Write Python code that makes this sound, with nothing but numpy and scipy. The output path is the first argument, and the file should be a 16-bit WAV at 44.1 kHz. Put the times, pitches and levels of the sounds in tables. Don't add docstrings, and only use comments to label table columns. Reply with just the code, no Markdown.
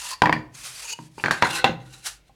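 import sys
import numpy as np
from scipy import signal
from scipy.fft import rfft, irfft, next_fast_len
from scipy.io import wavfile
from scipy.ndimage import map_coordinates

SR = 44100
rng = np.random.default_rng(int(sys.argv[2]) if len(sys.argv) > 2 else 0)


def undo_db(level):
    steps = np.asarray(level, float) / 20
    return 10 ** steps


def wav_record(signal):
    frames = np.transpose(np.atleast_2d(signal))
    bounded = np.clip(frames, -1, 1)
    quanta = np.round(bounded * 32767).astype(np.int16)
    wavfile.write(sys.argv[1], SR, quanta)


N = 103635
HZ = np.fft.rfftfreq(next_fast_len(N + SR), 1 / SR)

# pitch in Hz, strength in dB, time to fade by 60 dB in seconds.
TILE_MODES = [(845.4, 3, 0.073), (1010, 15, 0.048), (1200, -12, 0.015), (1846, -5.5, 0.03),
              (1850, 2.5, 0.025), (2345, -6, 0.09), (2680, -5, .03), (4600, 4.5, 0.03), (6900, -16.5, .02)]
# start in seconds, level in dB, favoured pitch in Hz, contact time in ms,
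# crack in dB over the level, desk boom in dB over the level.
TILE_KNOCKS = [(.2195, -7, 926, 0.077, 11, -8.5), (.2355, -8.5, 1010, 0.079, -12.5, -10),
               (.2575, -4, 1650, 0.12, -7, -15.5), (.271, -15, 790, 0.19, 4.5, -8),
               (.2945, -8.5, 890, 0.22, 6, -14.5), (.3268, -4, 1852, 0.065, -5.5, -23),
               (.336, -19.5, 776, 0.99, -24, -12.5), (.353, -23.5, 1900, 0.13, -23, -12.5),
               (.364, -23.5, 1850, 0.6, -17, -5)]
# time in seconds, hiss in dB, board ring in dB over the hiss.
TILE_SLIDE = [(0, -37.5, -3.5), (.11, -34, -0.5), (.135, -38.5, 10), (.151, -45, -1), (.157, -54, -0.5),
              (.172, -63.5, 3), (.21, -63.5, 6.5)]


def tile():
    return knocks(TILE_KNOCKS, TILE_MODES, clatter_db=-26) + slide(TILE_SLIDE, TILE_MODES, judder_db=4)


# pitch in Hz, strength in dB, time to fade by 60 dB in seconds.
SQUARE_MODES = [(437, -4, 0.015), (916, 15, 0.056), (2480, 10.5, 0.018), (2850, 14.5, 0.035),
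                (4580, 6.5, 0.045), (6750, 7.5, 0.0086)]
# start in seconds, level in dB, favoured pitch in Hz, contact time in ms,
# crack in dB over the level, desk boom in dB over the level.
SQUARE_KNOCKS = [(.9885, -34.5, 610, 0.25, 8.5, 2.5), (1.1805, -27.5, 526, 0.24, -4, -17),
                 (1.198, -29, 2480, 0.49, -12, -29)]
# time in seconds, hiss in dB, board ring in dB over the hiss.
SQUARE_SLIDE = [(.52, -77, -1.5), (.55, -48, -2), (.59, -42.5, -35.5), (.63, -44, 1.5),
                (.655, -34.5, -30.5), (.68, -36.5, -16), (.72, -43, -21.5), (.81, -38.5, -6),
                (.885, -41, 3.5), (.905, -40, 5.5), (.935, -38.5, 12), (.942, -58, -2),
                (1.07, -55.5, -18.5), (1.09, -71, -5), (1.17, -58.5, -20.5), (1.183, -46.5, 8),
                (1.3, -54.5, -49)]


def square():
    return knocks(SQUARE_KNOCKS, SQUARE_MODES, clatter_db=-24.5) + slide(SQUARE_SLIDE, SQUARE_MODES, judder_db=5)


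# pitch in Hz, strength in dB, time to fade by 60 dB in seconds.
PLANK_MODES = [(610, 0.5, 0.042), (961, 9.5, 0.097), (1577, 18.5, 0.012), (1850, 9.5, 0.0091),
               (2270, -8, 0.084), (3470, -4, .015), (4400, 3.5, 0.015), (6930, -3.5, .02)]
# start in seconds, level in dB, favoured pitch in Hz, contact time in ms,
# crack in dB over the level, desk boom in dB over the level.
PLANK_KNOCKS = [(1.239, -7.5, 1600, 0.11, -7.5, -20), (1.2595, -14.5, 2400, 0.078, 5, -12),
                (1.2825, -16, 2140, 0.14, 5.5, -12), (1.3095, -5, 1520, 0.038, -1, -44.5),
                (1.4232, -14, 2520, 0.06, 14, -17.5), (1.4262, -11.5, 1154, 0.11, 0, -13),
                (1.4335, -12, 970, 0.1, -3.5, -18), (1.456, -14.5, 1820, 0.28, -20, -25.5)]


def plank():
    return knocks(PLANK_KNOCKS, PLANK_MODES, clatter_db=-15)


# pitch in Hz, strength in dB, time to fade by 60 dB in seconds.
PANEL_MODES = [(338, 0.5, 0.033), (519, -1.5, 0.11), (800, 2, 0.1), (1034, 1.5, 0.081), (1466, 0, 0.02),
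               (2030, -1, 0.02), (2730, -3, 0.045), (3446, -8, 0.03), (4000, -6, 0.035), (6600, -20, .012)]
# start in seconds, level in dB, favoured pitch in Hz, contact time in ms,
# crack in dB over the level, desk boom in dB over the level.
PANEL_KNOCKS = [(1.6422, -7, 800, 0.07, 0, -12), (1.6436, -4, 3100, .05, -4, -18),
                (1.693, -19, 400, 0.7, -8, -2), (2.295, -49, 800, 0.42, -6, -15.5)]
# time in seconds, hiss in dB, board ring in dB over the hiss.
PANEL_SLIDE = [(1.31, -29, -24.5), (1.33, -44, -1), (1.41, -50.5, 7.5), (1.425, -44, 15.5),
               (1.55, -31.5, 2), (1.59, -31.5, 4), (1.608, -55, 17.5), (1.638, -61, 23.5)]
# time in seconds, hiss in dB, board ring in dB over the hiss.
LIFT_SLIDE = [(1.8, -67.5, 15), (1.9, -60, -2.5), (1.94, -47.5, -3), (1.97, -51.5, -3.5),
              (2.025, -56.5, -2), (2.068, -25.5, -21), (2.105, -42, -17.5), (2.17, -58.5, -25.5),
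              (2.24, -90.5, 2), (2.285, -63.5, 1), (2.32, -105.5, 5)]


def panel():
    slides = slide(PANEL_SLIDE, PANEL_MODES, judder_db=5) + slide(LIFT_SLIDE, PANEL_MODES, judder_db=3)
    return knocks(PANEL_KNOCKS, PANEL_MODES, clatter_db=-16.5) + slides


def knocks(rows, modes, clatter_db):
    ring_db, crack_t60_s, clatter_t60_s, crack_rise_s = 1.5, 0.013, 0.21, 0.00072
    out = np.zeros(N + SR)
    t = np.arange(SR * 3 // 4) / SR
    noise = crack_noise()
    rattle = unit(noise + unit(rubbed(rng.standard_normal(N), modes)))
    for start_s, db, favour_hz, contact_ms, crack_db, boom_db in rows:
        crack = np.roll(noise, rng.integers(N))[:len(t)] * undo_db(crack_db - 60 * t / crack_t60_s)
        clatter = np.roll(rattle, rng.integers(N))[:len(t)] * undo_db(clatter_db - 60 * t / clatter_t60_s)
        rise = 1 - np.exp(-t / crack_rise_s)
        hit = undo_db(ring_db) * ring(modes, favour_hz, t) + (crack + clatter) * rise
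        keep = np.exp(-1000 * np.pi / (SR * max(contact_ms, .02)))
        soft = signal.lfilter([1], [1, -2 * keep, keep ** 2], hit)
        soft *= np.linalg.norm(hit) / np.linalg.norm(soft)
        out[round(start_s * SR):][:len(t)] += undo_db(db) * (soft + undo_db(boom_db) * desk_boom(t))
    return out[:N]


# frequency in Hz, relative level in dB.
CRACK_TONE = [(100, -2), (400, 1), (1500, 2.5), (4000, -9.5), (8000, -20.5), (16000, -36.5)]


def crack_noise():
    return unit(filtered(rng.standard_normal(N), undo_db(along(CRACK_TONE, HZ))))


def ring(modes, favour_hz, t):
    favour_oct, scatter_db, blur = 0.49, 2, .025
    hz, db, t60 = np.transpose(modes)[:, :, None]
    octaves_off = np.log2(hz / favour_hz)
    weight = undo_db(db - 8.2 * (octaves_off / favour_oct) ** 2 + rng.normal(0, scatter_db, hz.shape))
    steps = rng.standard_normal((len(hz), len(t)))
    drift = np.sqrt(2 * np.pi * blur * hz / SR) * np.cumsum(steps, axis=1)
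    push = rng.choice([-1, 1], hz.shape)
    waves = weight * push * undo_db(-60 * t / t60) * np.sin(2 * np.pi * hz * t + drift)
    x = waves.sum(axis=0)
    return x / np.abs(x).max()


# pitch in Hz, strength in dB, time to fade by 60 dB in seconds.
DESK_MODES = [(94, -3.5, 0.25), (125.24, -1.5, 0.7), (159.3, -3.5, 0.32), (232.3, 1, 0.23),
              (310.4, 14, 0.43)]


def desk_boom(t):
    return (1 - np.exp(-t / 0.0023)) * ring(DESK_MODES, 172.0, t)


# frequency in Hz, relative level in dB.
HISS_TONE = [(180, -73), (300, -21.5), (814, -6), (1360, -3), (6520, -0.5), (10200, -3), (16000, -25)]


def slide(rows, modes, judder_db):
    grit_per_s, grit_spread_db, grit_db, judder_per_s = 4000, 3, -7, 110
    time_s, hiss_db, ring_db = np.transpose(rows)
    t = np.arange(N) / SR
    caught = rng.random(N) < grit_per_s / SR
    strength = undo_db(grit_spread_db * np.minimum(rng.exponential(1, N), 4))
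    catches = caught * strength * rng.choice([-1, 1], N)
    rub = rng.standard_normal(N) + undo_db(grit_db) * unit(catches)
    ring_db_now = np.interp(t, time_s, ring_db)
    hiss_db_now = np.interp(t, time_s, hiss_db, left=-120, right=-120)
    judder = judder_db / (1 + undo_db(-ring_db_now)) * wander(judder_per_s)
    level = undo_db(hiss_db_now + judder)
    hiss = level * unit(filtered(rub, undo_db(along(HISS_TONE, HZ))))
    return hiss + rubbed(level * undo_db(ring_db_now) * rub, modes)


def rubbed(force, modes):
    tilt, widen, spread, shift = 0.54, 0.32, 0.011, .025
    swell_per_s, swell_db = 35, 4
    out, power = 0, 0
    for k, (centre, db, t60) in enumerate(modes):
        for hz in centre * (1 - shift), centre * (1 + shift):
            width = widen * np.log(1000) / np.pi / t60 + spread * hz
            peak = 1j * HZ * width / (hz * hz - HZ * HZ + 1j * HZ * width)
            body = (-1) ** k * undo_db(db) * (hz / 1000) ** tilt * peak
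            out = out + filtered(force * undo_db(swell_db * wander(swell_per_s)), body)
            power = power + np.mean(np.abs(body) ** 2)
    return out / np.sqrt(2 * power)


# frequency in Hz, time to fade by 60 dB in seconds.
ROOM_FADE = [(100, 0.63), (500, 0.47), (1500, 0.33), (4000, 0.28), (10000, 0.17)]


def room(x):
    out, step, delay = np.zeros(N + SR), SR // 4, 130
    for start in range(0, N, step):
        hz, t, z = signal.stft(rng.standard_normal(SR * 3 // 4), SR, nperseg=256)
        fade = undo_db(-60 * t / along(ROOM_FADE, hz)[:, None])
        tail = signal.istft(z * fade, SR, nperseg=256)[1]
        wet = signal.fftconvolve(x[start:start + step], tail / np.linalg.norm(tail))
        begin = start + delay
        out[begin:][:len(wet)] += wet[:len(out) - begin]
    return out[:N]


# frequency in Hz, relative level in dB.
HUM_TONE = [(30, -17.5), (50, 11), (68, -9), (140, -5.5), (230, -13.5), (800, -21), (1300, -31.5),
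            (2300, -22), (16000, -41.5)]


def hum():
    return undo_db(-59.5) * unit(filtered(rng.standard_normal(N), undo_db(along(HUM_TONE, HZ))))


def unit(x):
    return x / np.sqrt(np.mean(x ** 2) + 1e-20)


def along(points, hz):
    f, v = np.transpose(points)
    return np.interp(np.log(hz + 1), np.log(f + 1), v)


def filtered(x, response):
    m = next_fast_len(N + SR)
    return irfft(rfft(x, m) * response, m)[:N]


def wander(rate):
    return map_coordinates(rng.standard_normal(N // 200), [np.arange(N) * rate / SR])


def scene():
    mic_low_hz, room_db = 57.4, -13.5
    wood = tile() + square() + plank() + panel()
    wood = filtered(wood, (1j * HZ / (mic_low_hz + 1j * HZ)) ** 2)
    return (wood + undo_db(room_db) * room(wood) + hum())[None]


def roll_off(x):
    return signal.sosfilt(signal.butter(12, 17010, fs=SR, output="sos"), x)


def record(dry):
    top = .95
    mix = dry / (1 + np.abs(dry / top) ** 4) ** (1 / 4)
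    return roll_off(mix)


dry = scene()
out = record(dry)
wav_record(out)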